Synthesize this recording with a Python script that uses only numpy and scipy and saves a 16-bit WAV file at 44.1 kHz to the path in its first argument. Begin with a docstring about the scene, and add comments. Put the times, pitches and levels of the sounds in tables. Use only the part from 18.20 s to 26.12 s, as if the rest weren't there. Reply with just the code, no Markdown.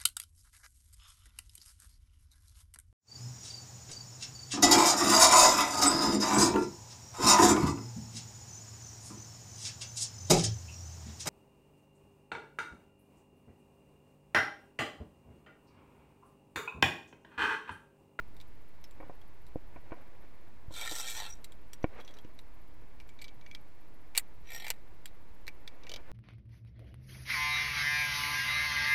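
"""Climbing a steel cable

A climber moves up a cable on a rock face, heard close, from a body-worn camera.
Two carabiners clink: noisy bursts of contact ring their modes. Twice they slide along the cable, where
friction noise ticks at each twisted strand and excites cable resonances, with brief squeaks of one mode.
Dull pushes and rubs ring the camera housing, and shaped noise makes the clothes rustle.
Light wind rumbles at the microphone over a faint hiss, and a thin pulsing tone is the electronics."""
import sys
import numpy as np
from scipy import signal
from scipy.fft import rfft, irfft
from scipy.io import wavfile
from scipy.ndimage import uniform_filter1d, map_coordinates

SR = 44100
rng = np.random.default_rng(int(sys.argv[2]) if len(sys.argv) > 2 else 0)


def master(y):
    """Save y as 16-bit WAV."""
    cut = np.clip(np.atleast_2d(y).T, -1, 1)
    pcm = np.round(cut * 32767)  # scale
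    wavfile.write(sys.argv[1], SR, pcm.astype(np.int16))


N = 349122

# carabiner touches: (time [s], level before register losses [dB], sparkle over that level [dB],
# favoured ring [Hz])
TOUCHES = [(0.166, -61.5, -4, 3600), (0.201, -53.5, -12, 3660), (0.212, -54, -9, 3620),
           (0.641, -51.5, -8.5, 5340), (0.71, -58.5, -4, 7360), (1.015, -59.5, -13, 3240),
           (1.266, -63.5, -4, 4060), (2.721, -46, -8, 4700), (2.795, -50, -3.5, 7600),
           (3.244, -46.5, -2.5, 3880), (3.321, -53, -6.5, 3250), (3.533, -45.5, -3, 5740),
           (3.629, -57.5, -12, 5860), (3.8093, -58.5, -11, 3300), (3.8775, -49.5, -19, 3330),
           (3.9867, -52.5, -13, 3270), (4.047, -59.5, -20, 2800), (4.19, -49.5, -13.5, 3750),
           (4.801, -52, -13.5, 2300), (4.891, -55, -8, 7240), (4.99, -55, -24, 3600),
           (5.016, -49.5, -13, 4400), (5.02, -50, -1, 2320), (5.043, -47.5, -11, 3400),
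           (5.0815, -51.5, -25, 3260), (5.212, -59, -19, 3340), (5.263, -52, -23, 2300),
           (5.313, -51, -17, 3350), (5.349, -40, -19, 3220), (5.9506, -38.5, -13.5, 2260),
           (5.957, -38, -10.5, 2280), (5.9674, -36.5, -7.5, 2000), (5.976, -29.5, -2, 2000),
           (5.9771, -23.5, 2, 4380), (5.983, -38, 4.5, 9150), (5.996, -44.5, 2, 1940),
           (6.4663, -42, -12, 1900), (6.481, -40.5, -4.5, 2370), (6.503, -27, -2.5, 7110),
           (6.509, -37.5, -11, 2070), (6.857, -40, -5.5, 7600), (6.8765, -60, -10, 3700),
           (7.268, -50, -9, 4070), (7.2794, -38.5, -12.5, 2350), (7.4765, -40, -18, 3480),
           (7.635, -54, -20, 3130), (7.668, -47.5, -20, 2300)]

TIME = np.arange(N) / SR
HIT_TIME = np.arange(SR // 5) / SR   # each hit lasts 0.2 s

# metal sound has three registers: body below the first edge, clank between, sparkle above the second
BODY_EDGE_HZ, SPARKLE_EDGE_HZ = 3000, 6500
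# decay to -60 dB of the chatter of a touch at the middling level
CHATTER_T60_S, MIDDLING_DB = 0.042, -45


def from_db(db):
    """Amplitude factor of a level in dB."""
    return 10 ** (np.asarray(db) / 20)


def rms_one(x):
    """Scale a signal to rms 1."""
    return x / np.sqrt(np.mean(x ** 2) + 1e-20)


def peak_one(x):
    """Scale a signal so that its loudest 4 ms get rms 1."""
    power = uniform_filter1d(x ** 2, size=SR // 250, mode="constant")
    return x / np.sqrt(power.max() + 1e-20)


def cut(x, hz, kind, order=2):
    """Butterworth filter."""
    sos = signal.butter(order, np.clip(hz, 10, .45 * SR), kind, fs=SR, output="sos")
    return signal.sosfilt(sos, x + 1e-18)


def add(track, s, sound):
    """Mix a sound in at time s."""
    start = round(s * SR)
    track[start:start + len(sound)] += sound[:N - start]


def drift(per_s):
    """Slow random curve of rms 1, through per_s random points a second."""
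    knots = rng.standard_normal(size=1000)
    return rms_one(np.interp(TIME * per_s, np.arange(len(knots)), knots))


def coloured(x, spectrum):
    """Filter a signal by a curve of (frequency [Hz], level [dB]) points."""
    hz, db = np.transpose(spectrum)
    bins = np.maximum(np.arange(N // 2 + 1) * SR / N, 1)
    gain = from_db(np.interp(np.log(bins), np.log(hz), db))
    return irfft(rfft(x) * gain, N)


def resonance(x, hz, width):
    """Two-pole resonance, width in Hz, with gain 1 on top."""
    r = np.exp(-np.pi * width / SR)
    zeros = np.array([1, 0, -1]) * (1 - r * r) / 2
    poles = [1, -2 * r * np.cos(2 * np.pi * hz / SR), r * r]
    return signal.lfilter(zeros, poles, x)


def fade(t60):
    """Exponential decay over the length of one hit, by 60 dB in t60 seconds."""
    return from_db(-60 * HIT_TIME / max(t60, .001))


def whistle(hz, width):
    """A wavering tone of rms 1: noise through two narrow resonances."""
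    return rms_one(resonance(resonance(rng.standard_normal(N), hz, width), hz, width))


def registers(x, upper_edge_hz, lowest_hz):
    """Split metal sound into body, clank and sparkle."""
    body = cut(cut(x, lowest_hz, "high"), BODY_EDGE_HZ, "low", order=8)
    clank = cut(x, [BODY_EDGE_HZ, upper_edge_hz], "band", order=5)
    sparkle = cut(x, upper_edge_hz, "high", order=8)
    return body, clank, sparkle


def wind(hiss_db=-78):
    """Air rumbles unevenly round the camera, over an even hiss."""
    lumpy_db, lumps_per_s = 1.5, 11
    # wind at the microphone: (frequency [Hz], level [dB per Hz])
    wind_colour = [(8, -75.5), (25, -72.5), (50, -76.5), (100, -83), (200, -91), (300, -89), (500, -95),
                   (750, -96.5), (950, -95), (1300, -102), (2200, -101.5), (3100, -111), (4300, -112),
                   (6000, -120), (14000, -135)]
    noise = rng.standard_normal(N) * np.sqrt(SR / 2)   # 0 dB per Hz
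    air = coloured(noise, wind_colour)
    rumble = cut(air, 200, "low", order=1)
    rest = air - rumble
    hiss = from_db(hiss_db) * rng.standard_normal(N)
    return rumble * from_db(lumpy_db * drift(lumps_per_s)) + rest + hiss


def whine(hz=11650, width=130, pulses_per_s=15, level_db=-79):
    """A thin whine of the camera's electronics, pulsing in half sines."""
    gate = np.maximum(np.sin(2 * np.pi * pulses_per_s * TIME), 0)
    return from_db(level_db) * gate * whistle(hz, width)


def clothes(catch_db=3, catches_per_s=40, resting_db=-74):
    """Sleeves and harness rub with small catches; each move swells and settles exponentially."""
    # moves of the climber: (loudest time [s], level [dB], swell time [s], settling time [s])
    moves = [(0.84, -60, 0.06, 0.1), (1.72, -62, 0.21, 0.32), (3.76, -56, 0.11, 0.19),
             (7.74, -58, 0.2, 0.47)]
    # colour of the cloth: (frequency [Hz], relative level [dB])
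    cloth = [(100, -22.5), (220, -4), (550, -2), (1300, -10.5), (2200, -11.5), (3200, -23), (8000, -40),
             (15000, -55)]
    catches = from_db(catch_db * drift(catches_per_s))
    rub = rms_one(coloured(rng.standard_normal(N), cloth) * catches)
    motion = from_db(resting_db)
    for s, db, swell_s, settle_s in moves:
        motion = motion + from_db(db) * np.exp(-np.maximum((s - TIME) / swell_s, (TIME - s) / settle_s))
    return motion * rub


def knocks(rub_edge_hz=600, rub_t60_s=0.065):
    """A push and a short rub, which starts with it, set the camera housing ringing."""
    # knocks: (time [s], level [dB], dullness cut-off [Hz], rub noise against push [dB])
    housing_knocks = [(0.802, -44.5, 1600, -8), (0.828, -47.5, 1500, 10), (0.897, -40.5, 1200, -14),
                      (1.358, -29, 810, -31), (1.561, -44.5, 2050, -14), (1.708, -52, 2580, 3),
                      (1.72, -35.5, 1870, -14.5), (2.482, -33.5, 102, -30), (2.508, -44.5, 1240, -17.5),
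                      (2.713, -43, 487, 15), (3.643, -20, 2550, -34), (4.049, -42.5, 340, -25)]
    # modes of housing and mount: (frequency [Hz], relative level [dB], decay to -60 dB [s])
    housing_modes = [(78.4, 5, 0.012), (165, 4, 0.012), (315.6, 2.5, 0.043), (500, 8.5, 0.014),
                     (692, -3.5, 0.021), (976, -5, 0.021), (1440, -9.5, 0.018), (1855, -8, 0.018),
                     (2265, -3.5, 0.019)]
    out = np.zeros(N)
    housing = sum(from_db(db) * fade(t60) * np.sin(2 * np.pi * hz * HIT_TIME)
                  for hz, db, t60 in housing_modes)
    for s, db, dull_hz, rub_db in housing_knocks:
        rub = from_db(rub_db) * rng.standard_normal(len(HIT_TIME)) * fade(rub_t60_s)
        force = cut(rub, rub_edge_hz, "high")
        force[0] += 1   # the push
        ring = signal.fftconvolve(force, housing)[:len(HIT_TIME)]
        dull_ring = cut(ring, dull_hz, "low", order=3)
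        add(out, s, from_db(db) * peak_one(dull_ring))
    return out


def squeaks(width=90):
    """The sliding contact locks briefly onto one mode."""
    # squeaks: (loudest time [s], time to fall to 1/e [s], frequency [Hz], level [dB])
    locked_modes = [(2.578, 0.018, 3570, -47), (2.639, 0.025, 3640, -47), (2.789, 0.01, 3810, -40),
                    (2.89, 0.018, 3430, -47), (2.984, 0.026, 5830, -48), (3.108, 0.0076, 5760, -50),
                    (3.127, 0.004, 5760, -49), (3.137, 0.0069, 5740, -50), (6.287, 0.025, 5840, -62.5),
                    (6.362, 0.044, 5660, -52.5)]
    return sum(from_db(db) * np.exp(-((TIME - s) / half_s) ** 2) * whistle(hz, width)
               for s, half_s, hz, db in locked_modes)


def wires(x, wires_db, t60=0.18):
    """The cable's many wires ring on: a decaying noise response acts as a dense cluster of modes."""
    ring = rng.standard_normal(len(HIT_TIME)) * fade(t60)
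    response = ring / np.linalg.norm(ring)
    return x + from_db(wires_db) * signal.fftconvolve(x, response)[:N]


def anchor_echo(x, near_lag_s=0.00109, far_lag_s=0.0039, lag_wander_s=0.00014):
    """Waves return along the cable from the anchors above and below; wandering lags shift the partials."""
    echo_db, wanders_per_s = -6, 24
    for lag_s in (near_lag_s, far_lag_s):
        lag = lag_s + lag_wander_s * drift(wanders_per_s)
        echo = map_coordinates(x, [(TIME - lag) * SR], order=3)
        x = x + from_db(echo_db) * echo
    return x


def slide(curve, colour, tick_db, tick_decay, ring_db, jitter, uneven_db, snap_db, wires_db, wander_db,
          wanders_per_s=16):
    """Gritty friction snaps and flares at each strand crossed; cable resonances come and go."""
    grit_db, treble_hz, attack_s, release_db_per_s = 4.5, 4500, 0.065, 270
    # sliding speed before jitter: (time [s], strands crossed [per s])
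    sliding_speed = [(2.5, 40), (2.58, 109), (2.74, 121), (2.81, 142), (2.97, 120), (3.1, 60), (6.238, 60),
                     (6.304, 61), (6.318, 72), (6.363, 68), (6.383, 47), (6.47, 43)]
    # resonances of cable and carabiner in contact: (frequency [Hz], width [Hz], relative level [dB])
    contact_modes = [(864, 72, 11), (1373, 37, 7.5), (1839, 30, 11.5), (2107, 75, 1.5), (2310, 55, 10.5),
                     (2640, 22, 9.5), (3166, 32, 1), (3835, 50, 3.5), (5660, 120, 4), (7260, 33, -2),
                     (8630, 48, -1)]
    s, *levels_db = np.transpose(curve)
    touching = TIME > s[0]
    speed = touching * np.interp(TIME, *np.transpose(sliding_speed))
    strands = np.cumsum(speed * (1 + jitter * drift(45))) / SR

    # every strand has a strength of its own; its flare dies away before the next
    strand_strengths = from_db(tick_db + uneven_db * rng.standard_normal(size=4000))
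    strength = strand_strengths[strands.astype(int)]
    flare = 1 + strength * np.exp(-tick_decay * (strands % 1))
    grit = rng.standard_normal(N) * from_db(grit_db * rng.standard_normal(N))
    friction = touching * grit * flare
    snaps = from_db(snap_db) * strength * np.diff(np.floor(strands), prepend=0)

    rings = np.zeros(N)
    for hz, width, db in contact_modes:
        wander = wander_db * np.tanh(drift(wanders_per_s))
        rings += from_db(db + ring_db + wander) * resonance(friction, hz, width)
    cable = anchor_echo(wires(friction, wires_db) + snaps + 1e-18)
    parts = registers(coloured(cable + rings, colour), treble_hz, lowest_hz=150)

    scrape = sum(from_db(np.interp(TIME, s, db)) * part / part[touching].std()
                 for db, part in zip(levels_db, parts))
    swell = np.clip((TIME - s[0]) / attack_s, 0, 1)
    release = from_db(-release_db_per_s * np.maximum(TIME - s[-1], 0))
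    return swell * release * scrape


def short_slide():
    """The later, slower slide: strong, even ticks and steady resonances."""
    # friction: (time [s], middle level [dB], upper middle level [dB], treble level [dB])
    friction_levels = [(6.238, -54, -64, -74), (6.275, -56, -58.5, -67), (6.352, -48.5, -54, -51),
                       (6.426, -49.5, -52.5, -61), (6.46, -45, -50.5, -53)]
    # colour: (frequency [Hz], relative level [dB])
    slide_colour = [(200, -24.5), (500, 5), (950, -9), (1600, -9), (1950, 7), (3100, -5), (3900, -8),
                    (5100, -3), (5650, -12), (6400, -15), (7900, -1), (9800, -21), (12500, 0), (15000, -22)]
    return slide(friction_levels, slide_colour, tick_db=16, tick_decay=5, ring_db=6.5, jitter=.015,
                 uneven_db=1.2, snap_db=14, wires_db=-9, wander_db=2)


def long_slide():
    """The first, faster slide: uneven ticks and widely wandering resonances."""
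    # friction: (time [s], middle level [dB], upper middle level [dB], treble level [dB])
    friction_levels = [(2.505, -52, -45, -49), (2.565, -49, -47.5, -49), (2.636, -46.5, -46, -47.5),
                       (2.682, -47.5, -49, -50), (2.712, -50, -45, -44.5), (2.805, -49.5, -49, -43),
                       (2.845, -48.5, -45.5, -49), (2.892, -50, -46.5, -44.5), (2.942, -50, -50, -48),
                       (2.974, -46, -43, -44.5), (3.036, -47.5, -46.5, -53), (3.076, -49, -50, -59),
                       (3.095, -55.5, -56.5, -54)]
    # colour: (frequency [Hz], relative level [dB])
    slide_colour = [(200, -47), (450, -2), (850, -10.5), (1300, -6), (2100, -6), (2900, -7.5), (3700, -5.5),
                    (4800, -7), (5800, -6), (6700, -8.5), (7900, -2), (8800, -8.5), (9700, -14.5),
                    (11500, -16.5), (13400, -7), (15000, -27)]
    return slide(friction_levels, slide_colour, tick_db=11, tick_decay=7, ring_db=3, jitter=.07,
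                 uneven_db=2.5, snap_db=19, wires_db=-3, wander_db=9)


def tug():
    """A short tug drags a carabiner over four evenly spaced strands, loudest midway."""
    start_s, step_s, strands = 7.6945, 0.0222, 4
    level_db, swell_db, brightness_db, ring_hz = -42.5, 4, -16, 3000
    swell = np.sin(np.linspace(0, np.pi, strands))
    return [(start_s + k * step_s, level_db + swell_db * swell[k], brightness_db, ring_hz)
            for k in range(strands)]


def lanyard(hz=520, width=170, level_db=-11):
    """Each hop of the tug sends a dull thump down the taut lanyard."""
    out = np.zeros(N)
    for s, db, *_ in tug():
        force = rng.standard_normal(len(HIT_TIME)) * fade(CHATTER_T60_S)
        add(out, s, from_db(db + level_db) * peak_one(resonance(force, hz, width)))
    return out


def jingle():
    """Light, uneven touches of the gear on the harness, shaken by the hardest knock."""
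    from_s, to_s, touches = 3.775, 3.98, 7
    level_db, uneven_db, brightness_db = -58, 2, -11
    # favoured rings, taken in turn: (frequency [Hz])
    jingle_rings = (3860, 3340, 5950)
    step_s = (to_s - from_s) / touches
    return [(from_s + (k + late) * step_s, level_db + uneven_db * rng.standard_normal(),
             brightness_db, jingle_rings[k % len(jingle_rings)])
            for k, late in enumerate(rng.random(touches))]


def after_ring(ring_db=-57, t60=0.14, split_hz=40, follows=0.16, scatter_db=3):
    """A touch while the carabiner hangs free leaves a close pair of modes beating and dying away."""
    # hanging free: (start [s], end [s], middle of the ringing pair [Hz])
    hanging_free = [(3.8, 3.9, 3330), (4.78, 5.4, 2295), (7.25, 7.8, 2310)]
    out = np.zeros(N)
    for s, db, *_ in TOUCHES + tug():
        for start, end, hz in hanging_free:
            if start < s < end:
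                pair = np.zeros(len(HIT_TIME))
                for side in (-1, 1):
                    mode_hz = hz + side * split_hz * rng.random()
                    pair += np.sin(2 * np.pi * (mode_hz * HIT_TIME + rng.random()))
                level_db = ring_db + follows * (db - MIDDLING_DB) + scatter_db * rng.standard_normal()
                add(out, s, from_db(level_db) * fade(t60) * pair)
    return out


def touch_levels(db, brightness_db, ring_hz):
    """Levels of body, clank and sparkle: body and clank lose level when the favoured ring lies elsewhere."""
    body_loss_db, clank_loss_db = 6, 3.5
    body_db = db - body_loss_db * (ring_hz >= BODY_EDGE_HZ)
    clank_db = db - clank_loss_db * (not BODY_EDGE_HZ <= ring_hz < SPARKLE_EDGE_HZ)
    return body_db, clank_db, db + brightness_db


def clinks(crack_t60=0.0047, chatter_db=-12, direct_db=-14, focus_db=5, focus_width=180, top_hz=14000,
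           snap_db=6):
    """A hard crack and the gate's dying chatter ring the carabiner; the contact point favours one pitch."""
    scatter_db, seating_t60 = 2.5, 0.003
    chatter_halves_db = 45   # a light touch chatters longer: this much more level halves the time
    # modes damped by rope and hand: (frequency [Hz], width [Hz], level before scatter [dB])
    carabiner = [(499, 190, -15.5), (980, 140, -13), (2030, 79, -5), (2320, 157, -0.5), (2803, 320, 1.5),
                 (3260, 150, -5.5), (3760, 330, -6.5), (4570, 120, -8), (5740, 350, -15.5),
                 (7410, 1000, -5.5), (8000, 180, -12.5), (8630, 57, -5.5), (9700, 74, -7.5),
                 (11130, 70, -8), (12000, 310, -4), (13200, 310, -6), (13400, 45, -15.5)]
    out = np.zeros(N)
    for s, peak_db, brightness_db, ring_hz in TOUCHES + tug() + jingle():
        chatter_t60 = CHATTER_T60_S * 2 ** ((MIDDLING_DB - peak_db) / chatter_halves_db)
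        levels_db = touch_levels(peak_db, brightness_db, ring_hz)
        crack, chatter = rng.standard_normal((2, len(HIT_TIME)))
        force = crack * fade(crack_t60) + from_db(chatter_db) * chatter * fade(chatter_t60)
        force = force * (1 - fade(seating_t60))   # the contact takes a moment to build up
        force[0] += from_db(snap_db)   # after the snap of the first touch

        strengths = from_db(scatter_db * rng.standard_normal(len(carabiner)))
        ring = sum(strength * from_db(db) * resonance(force, hz, width)
                   for strength, (hz, width, db) in zip(strengths, carabiner))
        focus = from_db(focus_db) * resonance(force, ring_hz, focus_width)
        hit = cut(from_db(direct_db) * force + ring + focus, top_hz, "low")
        parts = registers(hit, SPARKLE_EDGE_HZ, lowest_hz=487)
        add(out, s, sum(from_db(db) * peak_one(part) for db, part in zip(levels_db, parts)))
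    return out


def scene():
    """Air and camera, the climber's body, and metal on the cable, in one channel."""
    background = wind() + whine()
    body = clothes() + knocks()
    sliding = squeaks() + short_slide() + long_slide()
    touching = lanyard() + after_ring() + clinks()
    return (background + body + sliding + touching)[None]


def record(dry):
    """The top is cut steeply; the converter rests slightly off zero."""
    cutoff_hz, offset = 15900, .0149   # offset as a share of full scale
    top_cut = signal.ellip(10, .3, 70, cutoff_hz, fs=SR, output="sos")   # ripple, stop band [dB]
    return signal.sosfilt(top_cut, dry) + offset


dry = scene()
out = record(dry)
master(out)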